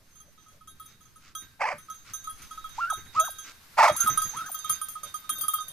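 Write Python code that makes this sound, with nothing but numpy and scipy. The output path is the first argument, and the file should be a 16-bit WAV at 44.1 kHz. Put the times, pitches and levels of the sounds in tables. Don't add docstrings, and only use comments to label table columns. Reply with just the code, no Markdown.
import sys
import numpy as np
from scipy import signal
from scipy.fft import rfft, irfft
from scipy.io import wavfile
from scipy.ndimage import uniform_filter1d

SR = 44100
rng = np.random.default_rng(int(sys.argv[2]) if len(sys.argv) > 2 else 0)


def dump_mix(stems):
    frames = np.atleast_2d(stems).T
    limited = np.clip(frames, -1, 1)
    pcm = np.round(limited * 32767).astype(np.int16)
    wavfile.write(sys.argv[1], SR, pcm)


N = 252252
TIME = np.arange(N) / SR


def gain_of(db):
    return 10 ** (np.asarray(db) / 20)


def evened(x):
    return x / np.sqrt(np.mean(x ** 2) + 1e-20)


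def read(points, hz):
    f, value = np.transpose(points)
    return np.interp(np.log(hz + 1), np.log(f + 1), value)


def bump(t, at, width):
    return np.exp(-((t - at) / width) ** 2)


def ramp(t, start, length):
    return np.clip((t - start) / length, 0, 1)


def add(mix, start_s, sound):
    part = mix[:, max(round(start_s * SR), 0):][:, :sound.shape[-1]]
    part += sound[..., :part.shape[1]]


def coloured(x, spectrum):
    size = x.shape[-1]
    gain = gain_of(read(spectrum, np.fft.rfftfreq(size, 1 / SR)))
    return evened(irfft(rfft(x) * gain, size))


def wander(size, hz):
    f = np.fft.rfftfreq(size + SR, 1 / SR)
    noise = rng.standard_normal(size + SR)
    return evened(irfft(rfft(noise) * np.exp(-(f / hz) ** 2)))[:size]


def pair(size, apart):
    mid, side = rng.standard_normal((2, size))
    return np.array([mid + apart * side, mid - apart * side])


def bark(length, peak_db, held_hz, clear_s, clear_db, fade_db_per_s, throat):
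    tail_s, attack_s = .06, .022
    clear_hz, clear_width_s = 868, .013
    end_hz, drop_s = 584, .035
    rough_held, rough_clear, rough_end = .64, .15, .5
    jitter, undertone, rasp = .12, .42, .58
    sag_db, peak_share = 7.5, .45
    shudder_db, shudder_hz = 2.2, 110
    jaw_hz, jaw_db, jaw_s = 3500, 3, .074

    t = np.arange(0, length + tail_s, 1 / SR)
    size = len(t)
    clear = bump(t, clear_s, clear_width_s)
    drop = ramp(t, length - drop_s, drop_s)
    hz = held_hz * (1 + .17 * wander(size, 85))
    hz = hz + (clear_hz - hz) * clear + (end_hz - hz) * drop
    rough = rough_held + (rough_clear - rough_held) * clear + (rough_end - rough_held) * drop

    arch = (ramp(t, 0, length) - peak_share) / (1 - peak_share)
    level_db = peak_db + clear_db * clear - sag_db * arch ** 2
    level_db = level_db - fade_db_per_s * np.maximum(t - length, 0)

    turns = np.cumsum(hz * (1 + jitter * rough * wander(size, 390))) / SR
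    folds = sum(np.cos(2 * np.pi * k * turns + k * k) / k ** 1.01 for k in range(1, 8))
    halves = sum(np.cos(2 * np.pi * (k - .5) * turns + k * k) / k for k in range(1, 5))
    voice = coloured(folds + undertone * (.5 + rough) * halves, throat)
    puffs = coloured(rng.standard_normal(size) * (1 + .5 * np.cos(np.pi * turns)), throat)
    air_share = rasp * rough ** 2
    sound = np.sqrt(1 - air_share) * voice + np.sqrt(air_share) * puffs
    sound /= np.sqrt(uniform_filter1d(sound ** 2, size=220) + .05)

    treble = irfft(rfft(sound) * (np.fft.rfftfreq(size, 1 / SR) > jaw_hz), size)
    sound = sound + treble * (gain_of(jaw_db * (ramp(t, 0, jaw_s) - 1)) - 1)
    level = gain_of(level_db + shudder_db * wander(size, shudder_hz))
    return level * ramp(t, 0, attack_s) ** 2 * sound * signal.windows.tukey(size, .03)


def yelp(length, scoop_s, held_hz, crest_hz, base_db, kick_db, swell_db, swell_s, crack_db):
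    scoop_hz, flick_s, plunge_s, plunge_hz = 793.6, .036, .04, 581
    attack_s, release_s, kick_s = .0071, .015, .015
    swell_rise_s, swell_fall_s, crack_lag_s, crack_s = .036, .021, .033, .018
    mouth_hz, mouth_width_hz, mouth_db = 910, 95, 1.5
    second_db, throat_hz, undertone_db = -22, 2800, -36

    t = np.arange(0, length, 1 / SR)
    size, crest_s = len(t), length - plunge_s
    hz = scoop_hz + (held_hz - scoop_hz) * ramp(t, 0, scoop_s)
    hz = hz + (crest_hz - held_hz) * ramp(t, crest_s - flick_s, flick_s)
    hz = hz + (plunge_hz - crest_hz) * np.sin(np.pi / 2 * ramp(t, crest_s, plunge_s)) ** 2

    swell_width_s = np.where(t < swell_s, swell_rise_s, swell_fall_s)
    level_db = base_db + kick_db * bump(t, 0, kick_s) + swell_db * bump(t, swell_s, swell_width_s)
    level_db = level_db + mouth_db * bump(hz, mouth_hz, mouth_width_hz)
    weak = np.clip((-20 - level_db) / 20, .1, 1)

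    phase = 2 * np.pi * np.cumsum(hz * (1 + .035 * weak * wander(size, 250))) / SR
    second = gain_of(second_db) / (1 + ((2 * hz - throat_hz) / 150) ** 2)
    half = gain_of(undertone_db) + gain_of(crack_db) * bump(t, swell_s + crack_lag_s, crack_s)
    tone = np.sin(phase) + second * np.sin(2 * phase) + half * np.sin(phase / 2)
    shimmer = gain_of(1.8 * weak * wander(size, 200))
    edges = ramp(t, 0, attack_s) * ramp(length - t, 0, release_s)
    return np.sqrt(2) * gain_of(level_db) * shimmer * tone * edges


def hound():
    # (start [s], length [s], level [dB], pitch [Hz], time until voice clears [s], gain while clear [dB],
    #  final fade [dB/s])
    bark_calls = [(1.589, .14, -27.5, 1004, .062, 1.5, 483), (3.766, .135, -15, 1076, .046, 2.5, 650)]
    # (frequency [Hz], gain [dB])
    throat_colours = [
        [(200, -41), (400, -26), (560, -6), (900, -4), (1300, -7.5), (1600, -8), (2300, -1), (2700, -12.5),
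         (3100, -21), (3750, -36), (4700, -18), (6000, -22), (9000, -30), (12000, -50)],
        [(200, -32), (470, -32), (630, 2), (900, -7.5), (1300, -4), (1700, -15), (2200, -6.5), (2600, -15.5),
         (3000, -23.5), (3700, -26), (4700, -21), (6500, -23.5), (9000, -29.5), (12000, -37)],
    ]
    # (start [s], length [s], scoop [s], held pitch [Hz], crest pitch [Hz], level [dB], opening kick [dB],
    #  swell [dB], swell time [s], half-pitch crack re voice [dB])
    yelp_calls = [(2.78, 0.16, .035, 1384, 1624, -36.5, 7, 11, .06, -41),
                  (3.142, .158, 0.027, 1272, 1578, -38.5, -13.5, 21, 0.055, -3),
                  (3.948, .157, .031, 1375, 1384, -43, 3.5, 11.5, 0.086, -23.5),
                  (4.332, 0.18, 0.053, 1330, 1630, -44.5, 1.5, 12, 0.081, -25)]

    out = np.zeros((2, N))
    for (start_s, *call), throat in zip(bark_calls, throat_colours):
        add(out, start_s, bark(*call, throat))
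    for start_s, *call in yelp_calls:
        add(out, start_s, yelp(*call))
    hz = np.fft.rfftfreq(N, 1 / SR)
    balance_db = read([(700, -1), (1280, -1.5), (2300, -3.5), (4400, -11.5), (8000, -5), (14000, 10.0)], hz)
    turn_rad = read([(100, 0), (700, 0.52), (2300, 0.74), (6000, 1)], hz)
    side = np.array([[.5], [-.5]])
    return irfft(rfft(out) * gain_of(side * balance_db) * np.exp(1j * side * turn_rad), N)


def bell():
    # (time [s], strength [dB], hardness = lift of upper modes [dB],
    #  place = shift from the top modes to those near 6 kHz [dB])
    strikes = [(0.155, -67, 8.5, 8), (0.201, -55.5, -0.5, 7.5), (0.376, -57.5, -14.5, 13),
               (0.461, -58, -11, 10), (0.482, -59, -4.5, -2), (0.609, -55, -21, -15),
               (0.674, -49, -4, -3.5), (0.798, -42.5, -14.5, -20), (0.858, -63, 6.5, -1),
               (1.007, -60, -5, -12), (1.053, -60, -5, 4.5), (1.158, -55, -5.5, -4),
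               (1.351, -39.5, -2.5, -9.5), (1.408, -65, 7, -6), (1.781, -52, -2.5, -4.5),
               (1.884, -44.5, -30, -10), (1.9, -40.5, -6.5, -8), (1.943, -51.5, 0.5, -1),
               (2.135, -39, -3, 1), (2.241, -49, 2, -0.5), (2.272, -35, -28, -30), (2.296, -45.5, -3, -7),
               (2.419, -52.5, 2, 2), (2.509, -41, -10.5, -4), (2.575, -34.5, -26, -6),
               (2.642, -37, -20.5, -14), (2.691, -50.5, -3, 2), (2.9, -28, -16, -10.5),
               (2.934, -33, -9.5, -3), (3.197, -31, 0.5, -4), (3.248, -41.5, 3, -5),
               (3.304, -55.5, 11.5, -4), (3.384, -45, 2, 7), (3.88, -27, -14, 2), (3.922, -46, 2, 2),
               (3.964, -47.5, 15.5, -4), (4.003, -41, 14.5, 1.5), (4.061, -26, -19, 2),
               (4.073, -23, -19, -31.5), (4.097, -55, 19, 9), (4.174, -25, -8.5, -9), (4.218, -33, 0, -5.5),
               (4.291, -54, -1.5, 24), (4.367, -35.5, -8.5, -4.5), (4.46, -43, -2, 0.5),
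               (4.516, -57.5, 1, -37), (4.544, -37, -6.5, -10.5), (4.588, -49, 5.5, 0.5),
               (4.644, -34, -13.5, -11), (4.695, -32, -3, -12), (4.814, -37, -7, -14),
               (4.885, -49.5, 5, -19), (4.954, -37, -33, 2), (5.032, -40.5, -5, -4), (5.141, -35, -15, -17),
               (5.241, -48.5, -20, -2), (5.293, -31.5, -11, -22), (5.301, -39.5, -3.5, -26),
               (5.354, -48, -7.5, 14), (5.384, -59.5, 9, -25), (5.41, -45, 4, -17), (5.435, -35, -21, -19),
               (5.482, -29, -14.5, -29.5), (5.536, -27, -15, -20), (5.584, -33, -18.5, -3),
               (5.604, -40, -12, -16.5), (5.682, -55.5, 4, -10)]
    # (frequency [Hz], level [dB], t60 [s], left minus right [dB])
    modes = [(1274.6, 7.5, 0.095, -5), (1578, -9, 0.72, -4), (3297, -5.5, 0.24, -10),
             (3749, -9.5, 0.9, -15), (4870, -22, 0.26, -36), (6234, -1.5, 0.29, -9),
             (6490, -6.5, 0.28, -30), (7460, -19, 0.088, 6), (9490, -4.5, 0.081, -1.5),
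             (9660, -4.5, 0.11, -11), (10940, -7.5, 0.058, -19), (10897, -9, 0.17, 13.5),
             (11120, -30.5, 0.12, -17), (12080, -11, 0.28, 12), (12900, -7, 0.045, 15),
             (14480, -3.5, .14, 13), (15050, -37, 0.099, 6), (13800, -17, 0.35, 9)]
    # (time [s], Doppler factor [ratio], sideways offset scaling the mode panning [0-1.5])
    run = [(0, .988, .5), (.5, .997, .5), (1.8, 1.001, .5), (3.9, 1, .7), (4.35, .994, .8),
           (4.7, .984, 1.1), (5.7, .98, 1.3)]
    # (frequency [Hz], level [dB])
    clapper = [(1300, -2), (1570, -6.5), (3300, -3.5), (3750, -6), (4900, -5), (6400, -0.5), (10500, -1),
               (13600, -5.5)]
    # (frequency [Hz], share [ratio])
    hardness = [(1300, 0), (1570, 1), (3500, 0.41), (6400, 1), (11500, 1)]
    # (frequency [Hz], share [ratio])
    place = [(1300, 0.0039), (3500, 0.047), (6400, 0.55), (9500, -0.41), (14000, -0.45)]
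    # (frequency [Hz], gain [dB])
    sizzle_colour = [(1500, -9), (5000, -39), (6400, 17), (8400, -21), (9500, 11), (10200, 0), (10900, 5),
                     (12300, -11), (13500, 21), (14400, 6)]
    tick_colour = [(500, -15), (1500, -4), (6000, -2), (14000, 0)]  # (frequency [Hz], gain [dB])
    uneven_db, flutter_db = 1.5, 6.0
    chatter, chatter_per_s, skitter_decay_s = .17, 160, .05
    tick_db, tick_decay_s = 2, .0018
    sizzle_db, sizzle_rise_s, sizzle_decay_s = -7.5, .004, .042

    strike_s, strength_db, hard_db, place_db = np.transpose(strikes)
    at = np.clip(np.round(strike_s * SR).astype(int), 0, N - 1)
    run_s, *run_columns = np.transpose(run)
    doppler, aside = (np.interp(TIME, run_s, column) for column in run_columns)
    clock_s = np.cumsum(doppler * (1 + .002 * wander(N, 14))) / SR
    last = np.clip(np.searchsorted(at, np.arange(N), "right") - 1, 0, None)
    age_s = abs(TIME - strike_s[last])
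    touches = (rng.random(N) < chatter_per_s / SR) * np.exp(-age_s / skitter_decay_s)

    out, frames = np.zeros((2, N)), np.arange(0, N, 128)
    for hz, mode_db, t60_s, pan_db in modes:
        blow_db = mode_db + strength_db + read(clapper, hz)
        blow_db = blow_db + hard_db * read(hardness, hz) + place_db * read(place, hz)
        touch_gain = chatter * min(hz / 5000, 1.5) * gain_of(blow_db)[last]
        force = touches * touch_gain * rng.standard_normal(N) + 0j
        uneven = uneven_db * hz / 7000 * rng.standard_normal(len(at))
        force[at] = gain_of(blow_db + uneven) * np.exp(2j * np.pi * rng.random(len(at)))
        ring = signal.lfilter([1], [1, -np.exp(-np.log(1000) / (t60_s * SR))], force)
        soft = np.exp(-np.sqrt(hz / 1280) / (SR * .004))
        ring = signal.lfilter([1 - soft], [1, -soft], ring) * np.exp(2j * np.pi * hz * clock_s)
        blur_rad = hz / 10000 * evened(uniform_filter1d(rng.standard_normal(len(frames)), size=6))
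        for ear, side in enumerate((.5, -.5)):
            drift = evened(uniform_filter1d(rng.standard_normal((2, len(frames))), size=16, axis=1))
            beam_db = side * pan_db * aside[frames] + flutter_db * np.sqrt(hz / 10000) * drift[0]
            beam_rad = blur_rad + drift[1] * np.sqrt(hz / 6400)
            beam = gain_of(beam_db) * np.exp(1j * beam_rad)
            out[ear] += np.sqrt(2) * (ring * np.interp(np.arange(N), frames, beam)).real

    top_db = (strength_db + hard_db - place_db / 2)[last]
    tick = gain_of(top_db + tick_db) * np.exp(-age_s / tick_decay_s) * coloured(pair(N, .5), tick_colour)
    sizzle = gain_of(top_db + sizzle_db + wander(N, 200))
    sizzle = sizzle * np.exp(-age_s / sizzle_decay_s) * (1 - np.exp(-age_s / sizzle_rise_s))
    return out + tick + sizzle * coloured(pair(N, 1), sizzle_colour) * gain_of([[1.5], [-1.5]])


def scrub(x):
    t60_s, rise_s, wet_db = .28, .041, -27
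    colour = [(300, -26), (1500, 40.5), (4000, 25.0), (14000, -7)]  # (frequency [Hz], gain [dB])
    t = np.arange(SR) / SR
    taps = rng.standard_normal((2, SR)) * (rng.random((2, SR)) < .05)
    taps = taps * gain_of(-60 * t / t60_s) * (1 - np.exp(-t / rise_s))
    tail = coloured(taps, colour) / np.sqrt(SR)
    return gain_of(wet_db) * signal.fftconvolve(x, tail, axes=1)[:, :N]


def grass():
    # (start [s], length [s], level before body_db and fizz_db [dB])
    rustles = [(0.857, .11, -65), (1.201, 0.14, -61), (1.391, 0.094, -65.5), (2.044, 0.097, -54),
               (2.362, 0.13, -57), (2.718, .175, -53.5), (3.126, 0.098, -48), (3.428, .105, -51),
               (3.935, .224, -53.5), (4.315, 0.13, -54), (4.636, 0.18, -54), (5.028, 0.088, -58)]
    # (frequency [Hz], gain [dB])
    swish_colour = [(300, -5), (600, -37), (1300, 9), (1700, 0), (2250, 5), (3000, -2), (5000, -14),
                    (14000, -47)]
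    # (frequency [Hz], gain [dB])
    fizz_colour = [(1000, -4), (3000, -1), (4700, 4), (7000, 1.5), (10000, -16), (14000, -68)]
    body_db, fizz_db, grain_db = 2, 1, 3.5
    out = np.zeros((2, N))
    for start_s, length_s, level_db in rustles:
        size = max(round(length_s * SR), 500)
        swish = gain_of(body_db) * coloured(pair(size, 0.098), swish_colour)
        grains = gain_of(grain_db * wander(size, 420))
        crackle = gain_of(fizz_db) * coloured(pair(size, 0.81) * grains, fizz_colour)
        both = swish + crackle * gain_of([[-2], [2]])
        add(out, start_s, gain_of(level_db) * both * np.sqrt(np.hanning(size)))
    return out


def scuffs():
    # (start [s], level [dB])
    scrapes = [(0.0, -66.5), (.245, -64), (.53, -63), (4.68, -59.5), (5.021, -53.5), (5.37, -56),
               (5.66, -59)]
    # (frequency [Hz], gain [dB])
    scrape_colour = [(150, 2), (350, -17), (580, 3), (850, -18.5), (2000, -70), (8000, -42)]
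    half_s = .063 / 2
    rub = sum(gain_of(db) * bump(TIME, start_s + half_s, half_s) for start_s, db in scrapes)
    return rub * coloured(pair(N, 0.13), scrape_colour)


def thuds():
    # (time [s], level before lift_db [dB])
    blows = [(0.899, -65), (1.42, -58), (1.731, -51), (2.101, -61), (2.399, -57), (2.972, -50.5),
             (3.058, -56.5), (3.16, -54), (3.908, -44), (4.038, -45), (4.097, -44), (4.135, -52),
             (4.249, -50.5), (4.34, -49.5), (4.417, -56.5), (4.697, -55), (5.313, -53.5), (5.427, -56)]
    # (frequency [Hz], gain [dB])
    earth_colour = [(20, -30), (60, -6.5), (125, 2), (200, -4.5), (350, -10), (600, -23.5), (2000, -10),
                    (8000, -73)]
    rise_s, decay_s, lift_db = .003, .029, 6.5
    push = np.zeros((1, N))
    t = np.arange(SR // 2) / SR
    for blow_s, db in blows:
        add(push, blow_s, gain_of(db) * np.exp(-t / decay_s) * (1 - np.exp(-t / rise_s)))
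    return gain_of(lift_db) * push * coloured(pair(N, 0.035), earth_colour)


def background():
    # (time [s], half-length [s], rise above the breeze [dB])
    gusts = [(2.35, 0.27, 7.8), (2.85, 0.39, 11.3), (4.2, 0.16, 14)]
    # (frequency [Hz], gain [dB])
    rumble_colour = [(20, -11), (45, -14.5), (70, 0.5), (130, -2.5), (230, -8.5), (450, -17.5),
                     (1000, -33.5), (5000, -58)]
    # (frequency [Hz], gain [dB])
    buffet_colour = [(10, -9), (30, -22.5), (60, -25.5), (150, -37), (1000, -100)]
    # (frequency [Hz], gain [dB])
    air_colour = [(100, -6), (300, -4.5), (600, -4.5), (1300, 4), (2200, 0.5), (3200, -2.5), (4500, -0.5),
                  (8000, -6.5), (14000, -4)]
    # (time [s], level before air_db [dB])
    air_level = [(0, -72.5), (1.3, -72), (2.4, -65), (3.2, -64.5), (3.7, -63), (4.15, -56), (4.7, -63.5),
                 (5.72, -64.5)]
    rumble_db, lump_db, lump_hz = -65, 1.5, 49
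    breeze_db = -62.5
    air_db, sway_db, sway_hz = 9.5, 1.0, 9

    lumps = gain_of(lump_db * wander(N, lump_hz))
    low = gain_of(rumble_db) * coloured(pair(N, 0.087) * lumps, rumble_colour)
    wind_db = breeze_db + sum(db * bump(TIME, gust_s, half_s) for gust_s, half_s, db in gusts)
    buffet = gain_of(wind_db) * coloured(pair(N, 0.61), buffet_colour)
    wash_db = np.interp(TIME, *np.transpose(air_level)) + air_db + sway_db * wander(N, sway_hz)
    wash = gain_of(wash_db) * coloured(pair(N, 0.76), air_colour)
    return low + buffet + wash


def scene():
    dog = hound() + bell()
    return dog + scrub(dog) + grass() + scuffs() + thuds() + background()


def record(dry):
    edge_hz = 14400
    lowpass = signal.firwin(301, edge_hz, window=("kaiser", 9), fs=SR)
    return signal.oaconvolve(dry, lowpass[None], "same")


dry = scene()
out = record(dry)
dump_mix(out)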